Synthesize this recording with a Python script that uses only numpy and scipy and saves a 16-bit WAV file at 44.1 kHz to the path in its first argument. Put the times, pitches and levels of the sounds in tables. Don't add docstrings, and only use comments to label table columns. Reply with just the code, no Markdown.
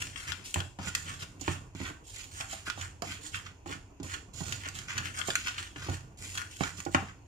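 import sys
import numpy as np
from scipy import signal
from scipy.fft import rfft, irfft
from scipy.io import wavfile
from scipy.ndimage import uniform_filter1d, map_coordinates

SR = 44100
rng = np.random.default_rng(int(sys.argv[2]) if len(sys.argv) > 2 else 0)


def file_out(sig):
    cols = np.atleast_2d(sig).T
    lim = np.clip(cols, -1, 1)
    pcm = np.round(lim * 32767).astype(np.int16)
    wavfile.write(sys.argv[1], SR, pcm)


N = 320599
TIME = np.arange(N) / SR


def from_db(db):
    return 10 ** (np.asarray(db) / 20)


def in_db(power):
    return 10 * np.log10(power + 1e-12)


def rms_one(x):
    return x / np.sqrt(np.mean(x ** 2) + 1e-20)


def at_hz(points, hz):
    known_hz, values = np.transpose(points)
    return np.interp(np.log(hz + 1e-3), np.log(known_hz), values)


def drift(rate_hz):
    points = rng.standard_normal(8192)
    return np.interp(TIME * rate_hz, np.arange(8192), points) * np.sqrt(3 / 2)


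def band(x, low_hz, high_hz, order=2):
    edges_hz = [low_hz, min(high_hz, .45 * SR)]
    return signal.sosfilt(signal.butter(order, edges_hz, "band", fs=SR, output="sos"), x + 1e-18)


def coloured(x, colour, size=2048):
    log_gain = np.log(from_db(at_hz(colour, np.fft.rfftfreq(size, 1 / SR))))
    cepstrum = irfft(log_gain)
    cepstrum[1:size // 2] *= 2
    cepstrum[size // 2 + 1:] = 0
    return signal.oaconvolve(x, irfft(np.exp(rfft(cepstrum))))[:N]


def resonate(x, modes):
    out = 0
    for hz, width_hz, db in modes:
        r = np.exp(-np.pi * width_hz / SR)
        poles = [1, -2 * r * np.cos(2 * np.pi * hz / SR), r * r]
        out = out + from_db(db) * (1 - r * r) / 2 * signal.lfilter([1, 0, -1], poles, x + 1e-18)
    return out


def peaked(x, peaks):
    for hz, width_hz, db in peaks:
        gain = from_db(db / 2)
        damp = np.tan(np.pi * width_hz / SR)
        turn = -2 * np.cos(2 * np.pi * hz / SR)
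        zeros = [1 + damp * gain, turn, 1 - damp * gain]
        poles = [1 + damp / gain, turn, 1 - damp / gain]
        x = signal.lfilter(zeros, poles, x)
    return x


def panned(x, balance_db):
    left, right = from_db(balance_db / 2), from_db(-balance_db / 2)
    return np.array([x * left, x * right]) / np.sqrt((left ** 2 + right ** 2) / 2)


def add(out, start_s, sound):
    at = round(start_s * SR)
    out[..., at:at + sound.shape[-1]] += sound[..., :N - at]


# f/Hz, relative level/dB
HUSH_COLOUR = [(15, -80), (25, 4), (108, 5), (195, -26.5), (270, -7), (516, -16), (1040, -17), (1290, -42),
               (2690, -24), (3920, -53), (6740, -27.5), (7710, -60), (14800, -46), (16000, -61)]


def hush(level_db, apart_db):
    shared = rms_one(coloured(rng.standard_normal(N), HUSH_COLOUR, size=8192))
    apart = rms_one(coloured(rng.standard_normal(N), HUSH_COLOUR, size=8192))
    apart = from_db(apart_db) * apart + band(apart, 900, 18000, order=1)
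    return from_db(level_db) * (shared + apart * [[1], [-1]])


# f/Hz, correlation [-1..1]
ECHO_LIKENESS = [(100, 0.96), (300, 0.7), (700, 0.08), (1500, 0.39), (15000, 0.02)]


def diffuse_bands(size):
    edges_hz = np.geomspace(40, 19000, 10)
    for low_hz, high_hz in zip(edges_hz, edges_hz[1:]):
        hz = np.sqrt(low_hz * high_hz)
        alike = np.clip(at_hz(ECHO_LIKENESS, hz), -1, 1)
        mid, side = band(rng.standard_normal((2, size)), low_hz, high_hz, order=3)
        mid, side = np.sqrt(1 + alike) * mid, np.sqrt(1 - alike) * side
        yield hz, (mid + side * [[1], [-1]]) / np.sqrt(2)


# f/Hz, time to fall 60 dB/s
KITCHEN_T60 = [(100, 0.146), (300, 0.1), (800, 0.33), (2500, 0.29), (7000, 0.47), (14000, 0.33)]


def echoes(early_db, early_s, early_hz, late_db, size=22000):
    t, echo = TIME[:size], 0
    for hz, noise in diffuse_bands(size):
        early = np.exp(-t / early_s) * (t > .0006)
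        early *= from_db(early_db) * hz / np.hypot(hz, early_hz) / np.linalg.norm(early)
        late = from_db(-60 * t / at_hz(KITCHEN_T60, hz)) * (t > .005)
        late *= from_db(late_db) / np.linalg.norm(late)
        echo = echo + noise * np.hypot(early, late)
    return echo


def kitchen(x, lag_ms, sway_ms, count=5):
    place = TIME * 11 + 0.42 * drift(3)
    sway = np.sin(2 * np.pi * place / count)
    lag_samples = (lag_ms + sway_ms * sway) * SR / 1000
    out = np.array([map_coordinates(x[0], [np.arange(N) - lag_samples], order=3), x[1]])
    for k in range(count):
        away = np.minimum(np.abs((place - k + count / 2) % count - count / 2), 1)
        here = x * np.cos(np.pi / 2 * away)
        echo = echoes(early_db=0.5, early_s=0.0043, early_hz=437, late_db=-4.5)
        out += signal.oaconvolve(here, echo, axes=1)[:, :N]
    return out


# f/Hz, width/Hz, relative level/dB
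TABLE_MODES = [(78.2, 2.9, -6), (91.4, 5.95, 8.5), (125.5, 2.9, 0.5), (155.8, 3.1, -4.5)]


def table_top(jolts, push_db):
    judder = resonate(rng.standard_normal(N), TABLE_MODES)
    judder /= np.sqrt(uniform_filter1d(judder ** 2, size=3000) + 1e-12)
    return from_db(push_db) * judder + resonate(jolts, TABLE_MODES)


def contact(decay_ms, crumble, size=4096):
    decay_samples = max(decay_ms, .3) * SR / 1000
    force = crumble * rng.standard_normal(size) * np.exp(-np.arange(size) / decay_samples)
    force[0] += 1
    return force


def bounced(force, ms, share):
    gap = int(max(ms, 1) * rng.uniform(1.826, 2.8) * SR / 1000)
    return force + share * np.concatenate([np.zeros(gap), force])[:len(force)]


def part(force, low_hz, high_hz, db):
    x = band(force, low_hz, high_hz)
    return from_db(db) * x / np.sqrt(np.sum(x ** 2) / (SR / 100))


# f/Hz, width/Hz, relative level/dB
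FOOT_MODES = [(163, 25, 2.5), (199, 50, -8), (259, 39, -1), (324, 35, -9)]
# t/s, thud/dB, clack/dB, ring/dB, tick/dB, table boom/dB,
# decay/ms, left-right/dB
KNOCKS = [(0.559, -33, -31, -41, -44, -30.5, 6.9, 0), (0.788, -40, -38, -55, -46, -41, 12, 6),
          (0.872, -41, -48, -40.5, -46, -51, 5.7, -3), (1.415, -44.5, -48, -80, -57, -49, 3.7, -1),
          (1.479, -27, -30.5, -35.5, -41, -26, 3.6, -3.5), (1.75, -41, -51.5, -75, -48, -40.5, 2.2, -3),
          (1.803, -38, -47, -64, -44, -38.5, 4.9, -7), (2.405, -55, -39.5, -44, -48, -46, 7, -8),
          (2.53, -52, -40, -62, -53, -54, 3.8, 1), (2.677, -44.5, -46.5, -49, -55, -41.5, 2.5, -6),
          (2.776, -46, -41, -58, -57, -36.5, 6.3, -4), (3.021, -39.5, -30.5, -57, -61, -46, 7, 0),
          (3.66, -39, -42, -59, -68, -41.5, 6.6, -3), (3.753, -43, -58, -71, -51, -49, 2.6, -1),
          (4.0, -37.5, -53, -69, -51.5, -41, 8, -3), (4.028, -40.5, -60, -73, -60, -43.5, 6, -5),
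          (4.406, -35, -40.5, -57, -54, -49, 5.4, -9), (4.657, -59, -65, -48, -44.5, -58, 3.8, -5),
          (5.285, -34, -32, -45, -59, -43, 2.7, -3), (5.76, -42.5, -54, -46.5, -50, -37, 9.2, 1.5),
          (5.886, -32, -35.5, -51.5, -57, -26.5, 6.2, -1), (6.608, -25.5, -31.5, -37.5, -45, -36, 4.7, -7),
          (6.864, -33, -34.5, -51, -68, -40.5, 9.6, -6.5), (6.947, -22.5, -22, -25, -28, -26, 2.4, 2.5)]


def knocking():
    out, jolts = np.zeros((2, N)), np.zeros(N)
    for start_s, thud_db, clack_db, ring_db, tick_db, boom_db, ms, balance_db in KNOCKS:
        force = contact(ms, crumble=0.094)
        thud = part(resonate(force, FOOT_MODES), low_hz=107, high_hz=398, db=thud_db + 0.5)
        clack = part(bounced(force, ms, share=0.44), low_hz=457, high_hz=916, db=clack_db - 6.5)
        ring = part(bounced(force, ms, share=0.27), low_hz=1260, high_hz=2740, db=ring_db - 2.0)
        tick = part(force, low_hz=3350, high_hz=7360, db=tick_db - 7.5)
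        add(out, start_s, panned(thud, balance_db - 2.0) + panned(ring - clack - tick, balance_db))
        add(jolts, start_s, part(force, low_hz=52.3, high_hz=238, db=boom_db + 6))
    return out, jolts


# t/s, snap/dB, splinters/dB, left-right/dB, decay/ms
CRACKS = [(0.159, -39, -51, 10, 3.5), (0.32, -34, -39, 25, 0.97), (0.5418, -34.5, -28, 3.5, 1),
          (0.603, -36.5, -42, 3, 1.7), (0.95, -31.5, -25.5, -0.5, 2.1), (1.222, -42.5, -47, 2.5, 11),
          (1.411, -73, -36, -18, 7.2), (1.852, -40.5, -59, -7, 8.1), (2.161, -60, -42, 3, 2.5),
          (2.408, -40, -38, -3, 3.5), (2.667, -42, -61, -11, 2.6), (2.7, -34.5, -35, -12, 1.2),
          (2.812, -40.5, -42.5, -3, 4.2), (3.021, -49, -34.5, -18, 0.87), (3.345, -34, -50, -12, 2),
          (4.031, -65, -42.5, -2.5, 1.8), (4.139, -37, -45, -13, 7.5), (4.5234, -35.5, -34, 0.5, 4),
          (4.686, -44, -37, -7, 1.7), (4.788, -45, -40, -10, 1.9), (4.9782, -31, -33, -3, 4.3),
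          (5.214, -34, -61, 20, 2.8), (5.277, -52, -33, -3, 5), (5.3037, -33.5, -33.5, 0, 1.7),
          (5.3544, -28, -26.5, 0.5, 0.66), (5.4811, -35, -37, -4, 4.9), (5.58, -36, -45, 0, 11),
          (6.3752, -38.5, -35, -0.5, 2.1), (6.635, -33.5, -38, -8, 1.5), (6.851, -62, -40, -8, 2.3)]


def cracking():
    out = np.zeros((2, N))
    for start_s, snap_db, splinter_db, balance_db, ms in CRACKS:
        force = contact(ms, crumble=0.35)
        snap = part(force, low_hz=1330, high_hz=3360, db=snap_db - 3.5)
        splinters = part(force, low_hz=4280, high_hz=8430, db=splinter_db - 5.0)
        tip = part(contact(ms, crumble=0.03), low_hz=8600, high_hz=15000, db=splinter_db - 19.5)
        add(out, start_s, panned(snap - splinters + tip, balance_db))
    return out


SETTLE_S = 0.0013


def swell(start_s, rise_s, fall_s, db, touch_db):
    t = TIME - start_s
    climbing_db = touch_db * (1 - t / max(rise_s, .002))
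    dying_db = -20 * (t - rise_s) / max(fall_s, .01)
    live = (t >= 0) & (dying_db > -80)
    level_db = db + np.minimum(climbing_db, dying_db)[live]
    power = np.zeros(N)
    power[live] = from_db(level_db) ** 2 * (1 - np.exp(-t[live] / SETTLE_S))
    return power


RASP_TOUCH_DB, GRIT_TOUCH_DB, HUM_TOUCH_DB = -16.5, -9.5, -5.5
GRIT_LINGERS, HUM_LINGERS = 1.053, 1.92
TOUCH_BRIGHT_DB = 13
IDLE_RASP_DB, IDLE_GRIT_DB = -75, -78
# t/s, rise/s, 20 dB fall/s (at least 0.01), rasp/dB,
# rasp brightness/dB, grit/dB, table hum/dB, left-right/dB
STROKES = [(0.0, 0.0017, 0.16, -41, 6.5, -43.5, -44, 1), (0.155, 0.025, 0.31, -44, 3, -47, -57, 0),
           (0.268, 0.022, 0.0544, -34.5, 3, -41, -40.5, 0.5), (0.439, 0.015, 0.15, -47, 18, -42, -62, 2.5),
           (0.54, 0.052, -0.04, -41, -1, -44, -41, -4), (0.786, 0.043, 0.25, -41.5, 7, -52, -46, -3),
           (0.85, 0.038, 0.0046, -34, 1, -36, -39, -7), (0.96, 0.015, 0.34, -49, -5, -46, -47, -5),
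           (1.05, 0.041, 0.11, -39, -5, -45, -44, -4.5), (1.19, 0.041, 0.02, -36, 3.5, -41, -44.5, -1.5),
           (1.395, 0.13, 0.07, -40, -3.5, -43.5, -48.5, -4.5), (1.752, 0.12, 0.07, -39, -5, -46, -47, -7.5),
           (2.038, 0.052, 0.56, -64, 10, -50.5, -58, -2.5), (2.142, 0.051, 0.09, -41, 13, -43, -58, -7.5),
           (2.311, 0.093, 0.125, -42.5, -7, -43, -50, -4.5), (2.478, 0.04, .12, -44.5, 5.5, -41, -66, -5.5),
           (2.653, 0.023, 0.05, -34.5, -7, -42, -58, -1), (2.759, 0.067, 0.08, -41, -4, -46, -40, -4),
           (3.032, 0.089, 0.08, -39.5, 5.5, -42.5, -47, -4.5),
           (3.21, .055, 0.06, -49.5, -6, -43.5, -68, -4.5),
           (3.318, 0.038, 0.0757, -39.5, 1, -43.5, -43.5, -5),
           (3.448, 0.018, 0.05, -44, -0.5, -54.5, -46, -8.5),
           (3.657, 0.069, 0.05, -40.5, -1.5, -47, -58, -7.5), (4.029, 0.11, .06, -41, -3, -43.5, -48.5, -6),
           (4.333, 0.062, 0.23, -50.5, 4, -42, -44.5, -7.5), (4.44, 0.037, 0.28, -48, -2, -42.5, -42, -10),
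           (4.6, 0.077, 0.02, -38, -11, -49, -71, 0), (4.738, 0.018, 0.12, -43.5, 1, -43, -45, -3.5),
           (4.875, .02, 0.2, -37.5, -1, -49.5, -52, -7), (4.94, 0.032, 0.18, -38.5, -8, -53, -39.5, 1),
           (5.029, 0.017, 0.13, -43.5, 12, -44.5, -55, 0), (5.14, 0.042, 0.09, -33.5, -10, -40, -54, -0.5),
           (5.25, 0.028, 0.18, -45.5, 3, -40.5, -48, -5), (5.36, 0.015, 0.28, -41.5, 16, -51, -54, -1),
           (5.44, 0.019, 0.13, -37, -3.5, -45, -61, -2), (5.569, 0.016, 0.1342, -39.5, 1, -44.5, -46, -4),
           (5.759, 0.082, 0.13, -42, -3.5, -50, -46, -3.5), (5.88, 0.058, 0.07, -42.5, 1, -46, -48, -4.5),
           (6.172, 0.066, 0.24, -47.5, 21, -43.5, -47, -0.5), (6.329, 0.026, 0.11, -40.5, -3, -46, -48, 0),
           (6.498, 0.012, 0.33, -51, 21, -48, -59, -1.5),
           (6.588, 0.048, 0.0937, -37, -0.5, -39, -41.5, -7.5),
           (6.764, 0.02, .05, -45, -1, -42.5, -49.5, -6.5), (6.909, 0.03, 0.14, -49.5, 5, -46.5, -56, -7),
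           (7.049, 0.046, 0.05, -46, -8, -69, -58, 2)]


def pushing():
    rasp, grit = from_db(IDLE_RASP_DB) ** 2, from_db(IDLE_GRIT_DB) ** 2
    bright = side = hum = 0
    for start_s, rise_s, fall_s, rasp_db, bright_db, grit_db, hum_db, balance_db in STROKES:
        rasped = swell(start_s, rise_s, fall_s, rasp_db, RASP_TOUCH_DB)
        crushed = swell(start_s, rise_s, fall_s * GRIT_LINGERS, grit_db, GRIT_TOUCH_DB)
        on_edge = np.clip(1 - (TIME - start_s) / max(rise_s, .002), 0, 1)
        rasp = rasp + rasped
        bright = bright + rasped * (bright_db + TOUCH_BRIGHT_DB * on_edge)
        grit = grit + crushed
        side = side + crushed * balance_db
        hum = hum + swell(start_s, rise_s, fall_s * HUM_LINGERS, hum_db, HUM_TOUCH_DB)
    return in_db(rasp), bright / rasp, in_db(grit), side / grit, in_db(hum)


PUSH_RUMBLE_DB, IDLE_RUMBLE_DB = -16, -59.5
# t/s, rise/s, 20 dB fall/s (at least 0.01), level/dB
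ROLLS = [(0.29, 0.018, 0.23, -57), (0.54, 0.019, 0.1, -34), (0.79, 0.023, 0, -45), (1.06, 0.023, 0.16, -42),
         (1.48, 0.027, .17, -40.5), (1.79, .03, 0.21, -40.5), (2.37, 0.018, -0.35, -42),
         (3.025, 0.026, 0.3, -39.5), (3.66, 0.038, 0.23, -37), (4.0, 0.078, 0.24, -38),
         (4.409, 0.016, -1.3, -33), (4.658, 0.017, -0.23, -39.5), (4.92, 0.036, 0.8, -54),
         (5.29, 0.1, -0.1, -51), (5.86, 0.0088, 0.26, -43), (6.21, 0.019, .12, -41.5),
         (6.6, .02, 0.3, -43.5), (6.85, 0.019, 0.23, -40.5), (6.98, .04, 0.16, -43)]


def rolling(rasp_db):
    rolls = sum(swell(*roll, touch_db=-7) for roll in ROLLS)
    pushes = from_db(rasp_db + PUSH_RUMBLE_DB) ** 2
    return in_db(rolls + pushes + from_db(IDLE_RUMBLE_DB) ** 2)


def grains(per_s, spread_db, clump_db, clump_hz):
    born = rng.random(N) < per_s / SR
    sizes = from_db(spread_db * np.minimum(rng.exponential(1, N), 4)) * rng.choice([-1, 1], N)
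    return born * sizes * from_db(clump_db * np.clip(drift(clump_hz), -2, 2))


def shifting(x, depth_db, rate_hz):
    edges_hz = np.geomspace(900, 9000, 8)
    out = x.copy()
    for low_hz, high_hz in zip(edges_hz, edges_hz[1:]):
        gain = from_db(depth_db * np.clip(drift(rate_hz), -1.5, 1.5))
        out += band(x, low_hz, high_hz, order=1) * (gain - 1)
    return rms_one(out)


def tilted(x, bright_db, pivot_hz):
    dull = signal.sosfiltfilt(signal.butter(3, pivot_hz, fs=SR, output="sos"), x)
    gain = from_db(bright_db)
    return (dull + gain * (x - dull)) / np.sqrt((1 + gain ** 2) / 2)


# f/Hz, relative level/dB
RASP_COLOUR = [(150, -10.5), (300, -12), (480, -19), (850, -13), (1200, -1.5), (2000, 2.5), (3000, -2),
               (4000, -7.5), (6000, -4.5), (12000, -30)]
GRIT_COLOUR = [(1500, -21), (3000, -4.5), (4500, -0.5), (7000, 1), (9000, 4.5), (11000, -8), (15000, -17.5)]
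ROLL_COLOUR = [(70, -21.5), (155, 4), (290, -0.5), (450, -4.5), (750, -18.5), (1100, -15.5), (2500, -43.5)]


def grinding(rasp_db, bright_db, grit_db, balance_db):
    roll_db = rolling(rasp_db)
    coarse = grains(per_s=1100, spread_db=3.0, clump_db=1.5, clump_hz=190)
    fine = grains(per_s=3500, spread_db=4.5, clump_db=0.8, clump_hz=110)
    lumps = grains(per_s=540, spread_db=1.0, clump_db=7.0, clump_hz=66)
    crystals = from_db(15) * grains(per_s=30, spread_db=2.5, clump_db=-5.0, clump_hz=0.92)
    rasp = shifting(coloured(coarse + 0.6 * crystals, RASP_COLOUR), depth_db=2.0, rate_hz=14)
    rasp = from_db(rasp_db - 3.5) * tilted(rasp, bright_db, pivot_hz=2030)
    grit = coloured(fine + .5 * coarse + crystals, GRIT_COLOUR)
    grit = from_db(grit_db - 1.5) * shifting(grit, depth_db=1.5, rate_hz=7.9)
    roll = from_db(roll_db - 6.0) * rms_one(coloured(lumps, ROLL_COLOUR))
    return panned(rasp, 0.74 * balance_db + 3.0) + roll + panned(grit, balance_db - 1.5)


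# f/Hz, width/Hz, lift/dB
DISH_PEAKS = [(402, 204, -1.5), (658, 28, 4.5), (784, 64, 6.5), (900, 140, 1.5), (1150, 190, 6),
              (1444, 68, 11), (1543, 31, 7.5), (1800, 200, 3), (2730, 295, 6.5), (3170, 150, 2.5),
              (3330, 250, 4.5), (4310, 150, 3.5)]


def scene():
    rasp_db, bright_db, grit_db, side_db, hum_db = pushing()
    knocks, jolts = knocking()
    contacts = grinding(rasp_db, bright_db, grit_db, side_db) + cracking() + knocks
    dish = peaked(contacts, DISH_PEAKS)
    boom = panned(table_top(jolts, hum_db), balance_db=-4.0)
    return kitchen(dish, lag_ms=0.286, sway_ms=.12) + boom + hush(level_db=-54.0, apart_db=-19)


# f/Hz, width/Hz, lift/dB
LEFT_PORT = [(177, 110, -1), (557, 157, -5.5), (5970, 6100, -3.5), (7700, 2100, 0)]
RIGHT_PORT = [(970, 540, 0), (2130, 130, -2.5), (7085, 990, 17.5), (9090, 6440, -13.5)]


def record(dry):
    heard = np.array([peaked(dry[0], LEFT_PORT), peaked(dry[1], RIGHT_PORT)])
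    heard = signal.sosfilt(signal.butter(3, 34, "high", fs=SR, output="sos"), heard)
    cutoff_hz = 15500
    return signal.sosfilt(signal.ellip(10, .3, 70, cutoff_hz, fs=SR, output="sos"), heard)


dry = scene()
out = record(dry)
file_out(out)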